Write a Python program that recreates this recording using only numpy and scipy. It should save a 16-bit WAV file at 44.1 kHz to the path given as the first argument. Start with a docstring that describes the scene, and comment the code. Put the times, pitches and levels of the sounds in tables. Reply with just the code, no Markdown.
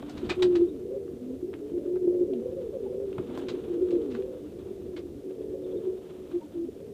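"""Inside a small wooden pigeon loft: a rolling chorus of farther birds over still air and low rumble.
At once feet and beaks tap the boards, one bird flies past with clapping wings and a young bird peeps.
Near grunts and full coos, near sines chopped by a rolling throat, then stand out of the chorus; rolled coos
and gliding moans join from the nest boxes. Around 3 s two birds scuffle in a nest box, with bursts of
feather noise, knocks and ringing wood; a few wing strokes follow, and two smooth hoots come near the end."""
import sys
import numpy as np
from scipy import signal
from scipy.fft import rfft, irfft
from scipy.io import wavfile
from scipy.ndimage import uniform_filter1d

SR = 44100
rng = np.random.default_rng(int(sys.argv[2]) if len(sys.argv) > 2 else 0)


def dump(signal):
    """Clip the signal to [-1, 1] and save it as 16-bit WAV at the path in sys.argv[1]."""
    limited = np.clip(np.atleast_2d(signal).T, -1, 1)
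    pcm = np.round(limited * 32767).astype(np.int16)
    wavfile.write(sys.argv[1], SR, pcm)


N = 305613
TIME = np.arange(N) / SR  # s


def from_db(db):
    """Amplitude factor of a level in dB."""
    return 10 ** (np.asarray(db) / 20)


def rms_one(x):
    """Scale a sound to rms 1."""
    return x / np.sqrt(np.mean(x ** 2) + 1e-20)


def in_time(rows, t=TIME):
    """The columns of a curve, joined by straight lines."""
    s, *columns = np.transpose(rows)
    return [np.interp(t, s, column) for column in columns]


def drift(rate, t=TIME):
    """Normal random values, a given number a second, joined by straight lines."""
    return np.interp((t - t[0]) * rate, np.arange(1024), rng.standard_normal(1024))


def noise(colour, size=N, tilt_db=0):
    """Noise with a given spectrum, tilted in dB per octave; rms 1."""
    hz = np.fft.rfftfreq(size, 1 / SR) + 1
    points, levels = np.transpose(colour)
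    db = np.interp(np.log(hz), np.log(points), levels)
    db = db + tilt_db * np.log2(np.maximum(hz, points[0]))
    low_cut = hz ** 2 / (hz ** 2 + (points[0] / 2) ** 2)
    spectrum = rfft(rng.standard_normal(size)) * from_db(db) * low_cut
    return rms_one(irfft(spectrum, size))


def add(out, start, sound):
    """Mix a sound in from a given time; one due before zero begins at zero."""
    i = max(int(start * SR), 0)
    out[i:i + len(sound)] += sound[:max(N - i, 0)]


LOFT_T60_S = 0.11


def loft(x, first_s=0.00628):
    """Dense reflections from near wooden walls, dying quickly."""
    t = np.arange(SR // 2) / SR
    echoes = rng.standard_normal(len(t)) * from_db(-60 * t / LOFT_T60_S) * (t > first_s)
    return signal.fftconvolve(x, echoes / np.linalg.norm(echoes))[:N]


# rasp of a rolling throat: depth at full roll, and irregularities a second
RASP, RASP_PER_S = .22, 400


def syrinx(t, hz, roll, roll_hz=35, bend=0.077, sharpness=0.71, second_db=-37):
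    """A near sine, overtones swallowed by the crop; rolling chops it into raspy, pitch-bending pulses."""
    beat = 2 * np.pi * np.cumsum(roll_hz * np.exp(.24 * drift(25, t))) / SR
    pulses = (.5 + .5 * np.cos(beat)) ** sharpness * from_db(3 * drift(35, t))
    swell = rms_one(1 - roll + roll * 2 * pulses)
    pitch = hz * (1 + roll * (.055 * drift(70, t) - bend * np.sin(beat)))
    phase = 2 * np.pi * np.cumsum(pitch) / SR
    rasp = drift(RASP_PER_S, t) * np.sin(phase) + drift(RASP_PER_S, t) * np.cos(phase)
    octave = from_db(second_db) * np.sin(2 * phase)
    return swell * np.sqrt(2) * (np.sin(phase) + RASP * roll * rasp + octave)


# no bird holds its pitch: share by which it wanders at half roll, and turns a second
WANDER, WANDER_PER_S = 0.01997, 16.11
OVERTONE_DB = -37  # the octave above a call, at half roll


def call(stages, fade_s=0.01186, **throat):
    """A wandering voice passes through stages (t/s, f/Hz, level/dB, roll), opening and closing softly."""
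    out = np.zeros(N)
    t = np.arange(stages[0][0] - fade_s / 2, stages[-1][0] + fade_s / 2, 1 / SR)
    hz, db, roll = in_time(stages, t)
    roll = np.clip(roll, 0, 1)
    hz = hz * (1 + WANDER * 2 * roll * drift(WANDER_PER_S, t))
    to_edge_s = np.minimum(t - t[0], t[-1] - t)
    gate = np.sin(np.pi / 2 * np.clip(to_edge_s / fade_s, 0, 1)) ** 2
    second_db = OVERTONE_DB + 20 * np.log10(roll + .5)
    add(out, t[0], gate * from_db(db) * syrinx(t, hz, roll, second_db=second_db, **throat))
    return out


def notes(rows, swell_s, fade_s, sag):
    """Very short sine notes that swell, fade, quaver and sag in pitch."""
    out, t = np.zeros(N), np.arange(SR // 5) / SR - 1 / 10
    shape = np.exp(-(t / np.where(t < 0, swell_s, fade_s)) ** 2)
    for s, db, hz in rows:
        quaver = .035 * drift(300, t)
        pitch = hz * (1 + quaver - sag * np.tanh(t / fade_s))
        phase = 2 * np.pi * (np.cumsum(pitch) / SR + rng.random())
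        add(out, s + t[0], from_db(db) * shape * np.sin(phase))
    return out


def struck(blows, modes):
    """A struck body rings with its modes, each a sine dying at its own rate."""
    out, t = np.zeros(N), np.arange(SR // 3) / SR
    for s, db in blows:
        for hz, mode_db, t60 in modes:
            ring = from_db(db + mode_db - 60 * t / t60) * np.sin(2 * np.pi * hz * t)
            add(out, s, rng.choice([-1, 1]) * ring)
    return out


def chorus(low_hz, high_hz, top_hz, count=28):
    """Farther birds overlap at random; each coo rises, holds and sags. Steady level, rms near 1."""
    out, t = np.zeros(N), np.arange(int(.7 * SR)) / SR
    along = t / t[-1]
    arch = np.interp(along, [0, .3, .7, 1], [.88, 1, 1, .75])
    for k, (when, voice) in enumerate(rng.random((count, 2))):
        hz = arch * (low_hz + voice * (high_hz - low_hz))
        coo = np.sin(np.pi * along) * syrinx(t, hz, .7)
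        start = (k + when) / count * (TIME[-1] + t[-1]) - t[-1]
        add(out, start, coo[max(int(-start * SR), 0):])  # begins mid-coo if already calling
    band = signal.butter(2, [200, top_hz], "band", fs=SR, output="sos")
    out = signal.sosfilt(band, out + from_db(5.5) * loft(out))
    return out / np.sqrt(uniform_filter1d(out ** 2, SR // 6) + 1e-9)


# the rest of the flock, farther off: t/s, deep voices level/dB, high voices level/dB
FLOCK_LEVELS = [(0,-43,-53.5), (.55,-34.5,-46), (.72,-36.5,-47.5), (.95,-47,-41), (1.19,-44.5,-49),
                (1.9,-43,-44), (2.3,-32,-44), (2.6,-47,-42), (3.3,-43.5,-43), (3.9,-40,-40),
                (4.5,-47,-48.5), (5.8,-44.5,-50.5), (6.12,-49.5,-59.5), (6.6,-46,-70), (6.8,-49.5,-45)]


def flock():
    """A deep and a high chorus, each rising and falling in level."""
    deep_db, high_db = in_time(FLOCK_LEVELS)
    deep = from_db(deep_db) * chorus(285, 400, 455)
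    return deep + from_db(high_db) * chorus(410, 520, 780)


def scratches(per_s=35, decay_s=0.006, size_db=-2.5):
    """Claws and feathers brush the boards at random; a gain that rides on the stirring."""
    sizes = from_db(size_db + 3 * np.clip(rng.standard_normal(N), -2, 2))
    touches = (rng.random(N) < per_s / SR) * sizes
    return 1 + signal.lfilter([1], [1, -np.exp(-1 / (decay_s * SR))], touches + 1e-18)


# feathers and feet stirring, before flicker and scratches: t/s, level/dB
STIR_LEVELS = [(0, -53), (.45, -45.5), (.72, -60), (2.03, -62), (3.07, -58), (3.38, -47), (3.9, -54.5),
               (5.38, -61.5), (6.14, -55.5), (6.93, -63)]
# spectrum of a light touch on the boards: f/Hz, relative level/dB per Hz
TOUCH_COLOUR = [(400, 21), (800, 7), (1300, 3.5), (2000, -5.5), (2700, -3), (3600, -2), (5000, -20),
                (8000, -20), (14000, -39)]


def stirring():
    """Feathers and feet: flickering noise roughened by scratches."""
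    level = from_db(in_time(STIR_LEVELS)[0] + 2.28 * drift(45))
    return level * scratches() * noise(TOUCH_COLOUR)


# low rumble in the loft, before its waver: t/s, level/dB
RUMBLE_LEVELS = [(.4, -44), (1.1, -52), (3.38, -48.5), (6.2, -53.5), (6.93, -53)]
# its spectrum: f/Hz, relative level/dB per Hz
RUMBLE_SPECTRUM = [(25, -17), (55, -8.5), (80, -1.5), (100, -6), (125, -8), (160, -11.5), (230, -2.5),
                   (400, -26.5), (900, -69.5)]
RUMBLE_WAVER_DB = 2.5


def low_rumble():
    """Low noise whose level wavers at random."""
    level = from_db(in_time(RUMBLE_LEVELS)[0] + RUMBLE_WAVER_DB * drift(14))
    return level * noise(RUMBLE_SPECTRUM)


# spectrum of the still air: f/Hz, relative level/dB per Hz
AIR_COLOUR = [(200, 5.5), (550, 2.5), (750, -13), (1100, -41.5), (1800, -26), (7500, -29), (15000, -32.5)]
AIR_DB = -50.5


def still_air():
    """Steady faint noise of the loft."""
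    return from_db(AIR_DB) * noise(AIR_COLOUR)


# feet and beaks on the boards: t/s, level of the wood/dB, f of the knock/Hz
TAP_BLOWS = [(.028, -35, 740), (1.079, -51, 1290), (1.532, -41, 840), (1.539, -42, 2150), (1.959, -42, 815),
             (1.968, -51.5, 1790), (2.335, -47.5, 3360), (3.129, -51, 2700), (3.182, -34.5, 990),
             (3.185, -47, 2270), (3.197, -54, 1060), (3.376, -34, 1030), (4.151, -43, 1580),
             (4.223, -53.5, 2840)]


def taps(sharpness=2.5, click_db=-6):
    """A short scratchy contact wakes one broad resonance of the wood."""
    out, t = np.zeros(N), np.arange(SR // 10) / SR
    fade = np.exp(-t / .003)
    for s, db, hz in TAP_BLOWS:
        contact = noise(TOUCH_COLOUR, len(t))
        wood = rms_one(signal.lfilter(*signal.iirpeak(hz, sharpness, fs=SR), contact))
        add(out, s, from_db(db) * fade * (wood + from_db(click_db) * contact))
    return out


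# wing strokes: t/s, crest level before grain/dB, treble tilt/dB per octave, swell/s, hold/s
WING_STROKES = [(0.096,-50,5,0.00072,.002), (0.177,-47,-1.5,0.0052,0.0037), (0.25,-50.5,-1,.004,0.0045),
                (0.298,-31,0.5,0.0032,0.0056), (0.318,-36,-3.5,0.0018,0.0018),
                (0.4234,-31,2,0.00059,0.0066), (0.553,-41.5,-0.5,0.0008,0.0067),
                (3.298,-47.5,-9.5,0.0097,0.013), (3.378,-55,15,.001,0.0065), (3.486,-39,0.5,0.0012,0.0083),
                (3.907,-52,2,0.00078,0.0022), (4.115,-56,1.5,0.0084,.004), (4.145,-54,-1.5,0.011,0.013),
                (4.964,-50,-1,0.0011,0.016)]
# spectrum of the feathers before tilt: f/Hz, relative level/dB per Hz
FEATHER_COLOUR = [(200, -11.5), (600, -0.5), (1000, -0.5), (1700, -2.5), (2450, -2), (3000, -3.5),
                  (4000, -2.5), (5500, -14), (8000, -20.5), (11000, -41.5), (15000, -38)]
# the decay at a middling stroke, and the extra strength that halves it
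WING_DECAY_S, WING_MIDDLING_DB, WING_HALVING_DB = 0.013, -45.5, 20


def wings():
    """Puffs of grainy feather noise swell fast, hold and die away, the sooner the harder the stroke."""
    out, t = np.zeros(N), np.arange(SR // 4) / SR - 1 / 20
    for s, db, tilt_db, swell_s, hold_s in WING_STROKES:
        decay_s = WING_DECAY_S * .5 ** ((db - WING_MIDDLING_DB) / WING_HALVING_DB)
        grain_db = 2.2 * drift(900, t) + 1.5 * drift(180, t)
        shape = np.exp(np.minimum(t, 0) / swell_s - np.maximum(t - hold_s, 0) / decay_s)
        feathers = noise(FEATHER_COLOUR, len(t), tilt_db)
        add(out, s + t[0], from_db(db + grain_db) * shape * feathers)
    return out


# a squab's peeps and lower squeaks (crests due before 0.1 s fall at 0.1 s): t/s, crest level/dB, f/Hz
PEEP_NOTES = [(.025, -46.5, 723), (.022, -54, 1433), (.69, -60, 3730), (2.335, -42, 660), (2.865, -47, 840),
              (5.645, -60, 3590), (5.72, -61.5, 3490), (5.775, -60, 3680), (6.42, -48, 936)]


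def peeps():
    """A young bird's brief notes, barely sagging in pitch."""
    return notes(PEEP_NOTES, swell_s=0.0063, fade_s=0.013, sag=0.015)


# short grunts that stand out of the cooing: t/s, crest level/dB, f/Hz
GRUNT_NOTES = [(.234,-26,351), (.312,-21.5,350), (1.431,-24,339.8), (1.86,-21.5,349.4), (3.201,-23.5,361.6),
               (3.542,-23.5,389), (3.829,-16,363.7), (4.193,-25,404.4), (4.957,-32.5,320.4),
               (5.412,-33,415), (5.765,-21.5,379.6), (6.69,-29.5,400)]


def grunts():
    """Near voices give very short notes that drop in pitch."""
    return notes(GRUNT_NOTES, swell_s=.0046, fade_s=.0077, sag=0.063)


# a bird's weight landing on a shelf: t/s, level/dB to which each mode's level is added
LANDINGS = [(.301, -58), (.428, -51.5), (3.184, -50), (3.487, -58)]
# modes of the shelf: f/Hz, level relative to the landing/dB, t60/s
SHELF_MODES = [(89, -21, 0.42), (120, 15.5, 0.1), (199.3, 15.5, 0.16), (280, -6, 0.37), (640, 13.5, 0.068)]


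def thumps():
    """A landing sets the wooden shelf ringing, mostly low."""
    return struck(LANDINGS, SHELF_MODES)


# bars of a nest front: f/Hz, level/dB, t60/s
BAR_MODES = [(1286,-51,0.17), (1770,-37.5,0.1), (2020,-37,0.099), (2370,-28,0.068), (2403,-30.5,0.06),
             (2500,-26.5,0.047), (3650,-38,.1)]
BARS_S = .302


def bars():
    """The nest front rings once, clipped by a hard wing stroke."""
    return struck([(BARS_S, 0)], BAR_MODES)


# full coos of the birds nearest the microphone: roll 0-1, then stages of t/s, f/Hz, level/dB
FULL_COOS = [(0.21, [(.36,366.7,-33), (.445,359.1,-22.5), (.525,354.3,-29), (.57,344,-24), (.615,345,-17.5),
             (.635,344.7,-27), (.685,326.6,-33.5), (.78,254,-44.5)]), (0.55, [(1.72,350.3,-29),
             (1.77,350.8,-30), (1.83,344,-40.5), (1.95,355,-30.5), (2.04,349,-32), (2.078,344.2,-22),
             (2.125,349.9,-34.5), (2.22,349.3,-26), (2.275,314,-41), (2.355,245,-34), (2.41,217,-37)]),
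             (0.597, [(3.68,358.5,-31), (3.82,357.3,-31), (3.895,364.4,-33), (3.94,352.6,-25),
             (4.045,300.6,-35.5), (4.07,276,-37), (4.11,262,-37.5), (4.17,222,-37)]),
             (0.383, [(5.2,371.4,-49), (5.31,374.9,-34), (5.37,368.7,-47.5), (5.5,372.1,-36),
             (5.62,366.2,-42), (5.755,374.5,-33), (5.8,376.3,-44), (5.89,375.8,-28.5), (6.01,382.5,-41.5),
             (6.31,360.8,-48.5)])]
# a full coo rolls less as its pitch slides down
COO_SMOOTH_HZ, COO_ROLLING_HZ = 220, 340


def full_coo(roll, stages):
    """One unbroken voice: it rolls on its top pitch and smooths out as it slides down."""
    rolling = [COO_SMOOTH_HZ, COO_ROLLING_HZ]
    return call([(s, hz, db, roll * np.interp(hz, rolling, [0, 1])) for s, hz, db in stages])


# rolled coos from the nest boxes, before their 1 dB cut in scene():
# start t/s, crest t/s, end t/s, crest f/Hz, crest level/dB, roll 0-1
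ROLLED_COOS = [(0.835, 0.929, 1.144, 392, -34.5, 0.79), (1.425, 1.496, 1.62, 372, -34.5, 0.6),
               (2.277, 2.451, 2.72, 378.2, -32.5, 0.45), (2.901, 3.02, 3.33, 393, -35, 0.46),
               (3.302, 3.463, 3.68, 374, -36, 0.69), (4.059, 4.196, 4.42, 386.3, -36.5, 0.57),
               (4.514, 4.716, 4.77, 369.7, -37, 0.5), (4.778, 4.883, 5.17, 362.7, -34.5, 0.49)]
ROLLED_HZ_PER_DB = 4  # pitch rises with effort
ROLLED_SWELL_DB, ROLLED_FADE_DB = 5, 8  # rise to the crest, fall after it
# throat pulses: rate, share by which each bends the pitch at full roll, and narrowness
ROLLED_PER_S, ROLLED_BEND, ROLLED_SHARPNESS = 32, .07, 1.3


def rolled_coo(start, crest, end, hz, db, roll):
    """A purring coo that swells and fades, its pitch following the effort."""
    return call([(start, hz - ROLLED_HZ_PER_DB * ROLLED_SWELL_DB, db - ROLLED_SWELL_DB, roll),
                 (crest, hz, db, roll),
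                 (end, hz - ROLLED_HZ_PER_DB * ROLLED_FADE_DB, db - ROLLED_FADE_DB, roll)],
                roll_hz=ROLLED_PER_S, bend=ROLLED_BEND, sharpness=ROLLED_SHARPNESS)


# gliding moans, high and low, before their 1 dB cut in scene():
# start t/s, length/s, first f/Hz, middle f/Hz, last f/Hz, crest level/dB, roll 0-1
GLIDING_MOANS = [(.89,0.082,477,523,532,-37.5,0.5), (1.12,0.25,215.8,254.6,255,-40,0.47),
                 (1.28,0.068,493,482,496,-43,0.5), (1.613,0.18,404.8,433,423,-37.5,0.21),
                 (1.78,0.13,540,557,560,-44,0.45), (2.09,0.22,505.6,519.6,512,-43,0.7),
                 (2.33,0.22,454.4,479,502,-37.5,0.43), (2.56,0.14,545,491,385,-36,0.26),
                 (2.73,0.15,581,445,360,-34,0.34), (2.82,0.22,496.4,494.6,526,-39,0.45),
                 (2.82,0.17,255,237,232,-45.5,0.2), (3.24,0.22,216.7,260.5,263,-43.5,0.24),
                 (3.448,0.14,212,256,280,-45.5,0.2), (3.92,0.18,521,451.5,403,-34.5,0.37),
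                 (4.08,0.31,458,506.7,505,-39.5,0.25), (4.4,0.087,292,295,302,-42,0),
                 (5.23,0.57,450,495,521,-44.5,0.7), (5.38,0.21,422,433.5,422,-39,0.36),
                 (5.62,0.38,470.3,445.5,434.3,-41,0.5), (6.65,0.036,281,265,260,-41,.2),
                 (6.8,0.12,563,419.4,420,-46,0.13)]
# every moan swells to a crest (share of its length) and fades
MOAN_CREST, MOAN_SWELL_DB, MOAN_FADE_DB = 0.54, 2.5, 2


def moan(start, length, first_hz, middle_hz, last_hz, db, roll):
    """A note that glides along an arc through three pitches."""
    along = np.linspace(0, 1, 9)
    arc = np.polyfit([0, .5, 1], [first_hz, middle_hz, last_hz], 2)
    hz = np.polyval(arc, along)
    level = db - np.interp(along, [0, MOAN_CREST, 1], [MOAN_SWELL_DB, 0, MOAN_FADE_DB])
    return call([(start + a * length, f, d, roll) for a, f, d in zip(along, hz, level)])


# smooth near hoots: start t/s, length/s, middle f/Hz, held level/dB
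SMOOTH_HOOTS = [(6.333, 0.043, 346, -26.5), (6.545, 0.13, 338.2, -29)]
# a hoot swells, holds and fades while its pitch sinks
HOOT_EDGE_DB, HOOT_SAG_HZ, HOOT_ROLL = 7, 9.3, 0.13


def hoot(start, length, hz, db):
    """A nearly pure note: attack, hold and release take a third each."""
    opens, full, eases, closes = np.linspace(start, start + length, 4)
    return call([(opens, hz + HOOT_SAG_HZ, db - HOOT_EDGE_DB, HOOT_ROLL),
                 (full, hz, db, HOOT_ROLL),
                 (eases, hz, db, HOOT_ROLL),
                 (closes, hz - HOOT_SAG_HZ, db - HOOT_EDGE_DB, HOOT_ROLL)])


def scene():
    """Near voices, nest boxes, the flock, movement and the still air of the loft."""
    coos = sum(full_coo(*row) for row in FULL_COOS) + sum(hoot(*row) for row in SMOOTH_HOOTS)
    voices = coos + grunts() + peeps()
    boxes = sum(rolled_coo(*row) for row in ROLLED_COOS) + sum(moan(*row) for row in GLIDING_MOANS)
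    nests = from_db(-1) * (boxes + from_db(-5) * loft(boxes))
    movement = taps() + wings() + thumps() + bars()
    near = voices + from_db(-8.5) * loft(voices) + movement + from_db(-9) * loft(movement)
    return (near + nests + flock() + stirring() + low_rumble() + still_air())[None]


CUTOFF_HZ = 15400


def record(dry):
    """The top is cut steeply."""
    return signal.sosfilt(signal.ellip(12, .1, 80, CUTOFF_HZ, fs=SR, output="sos"), dry)


dry = scene()
out = record(dry)
dump(out)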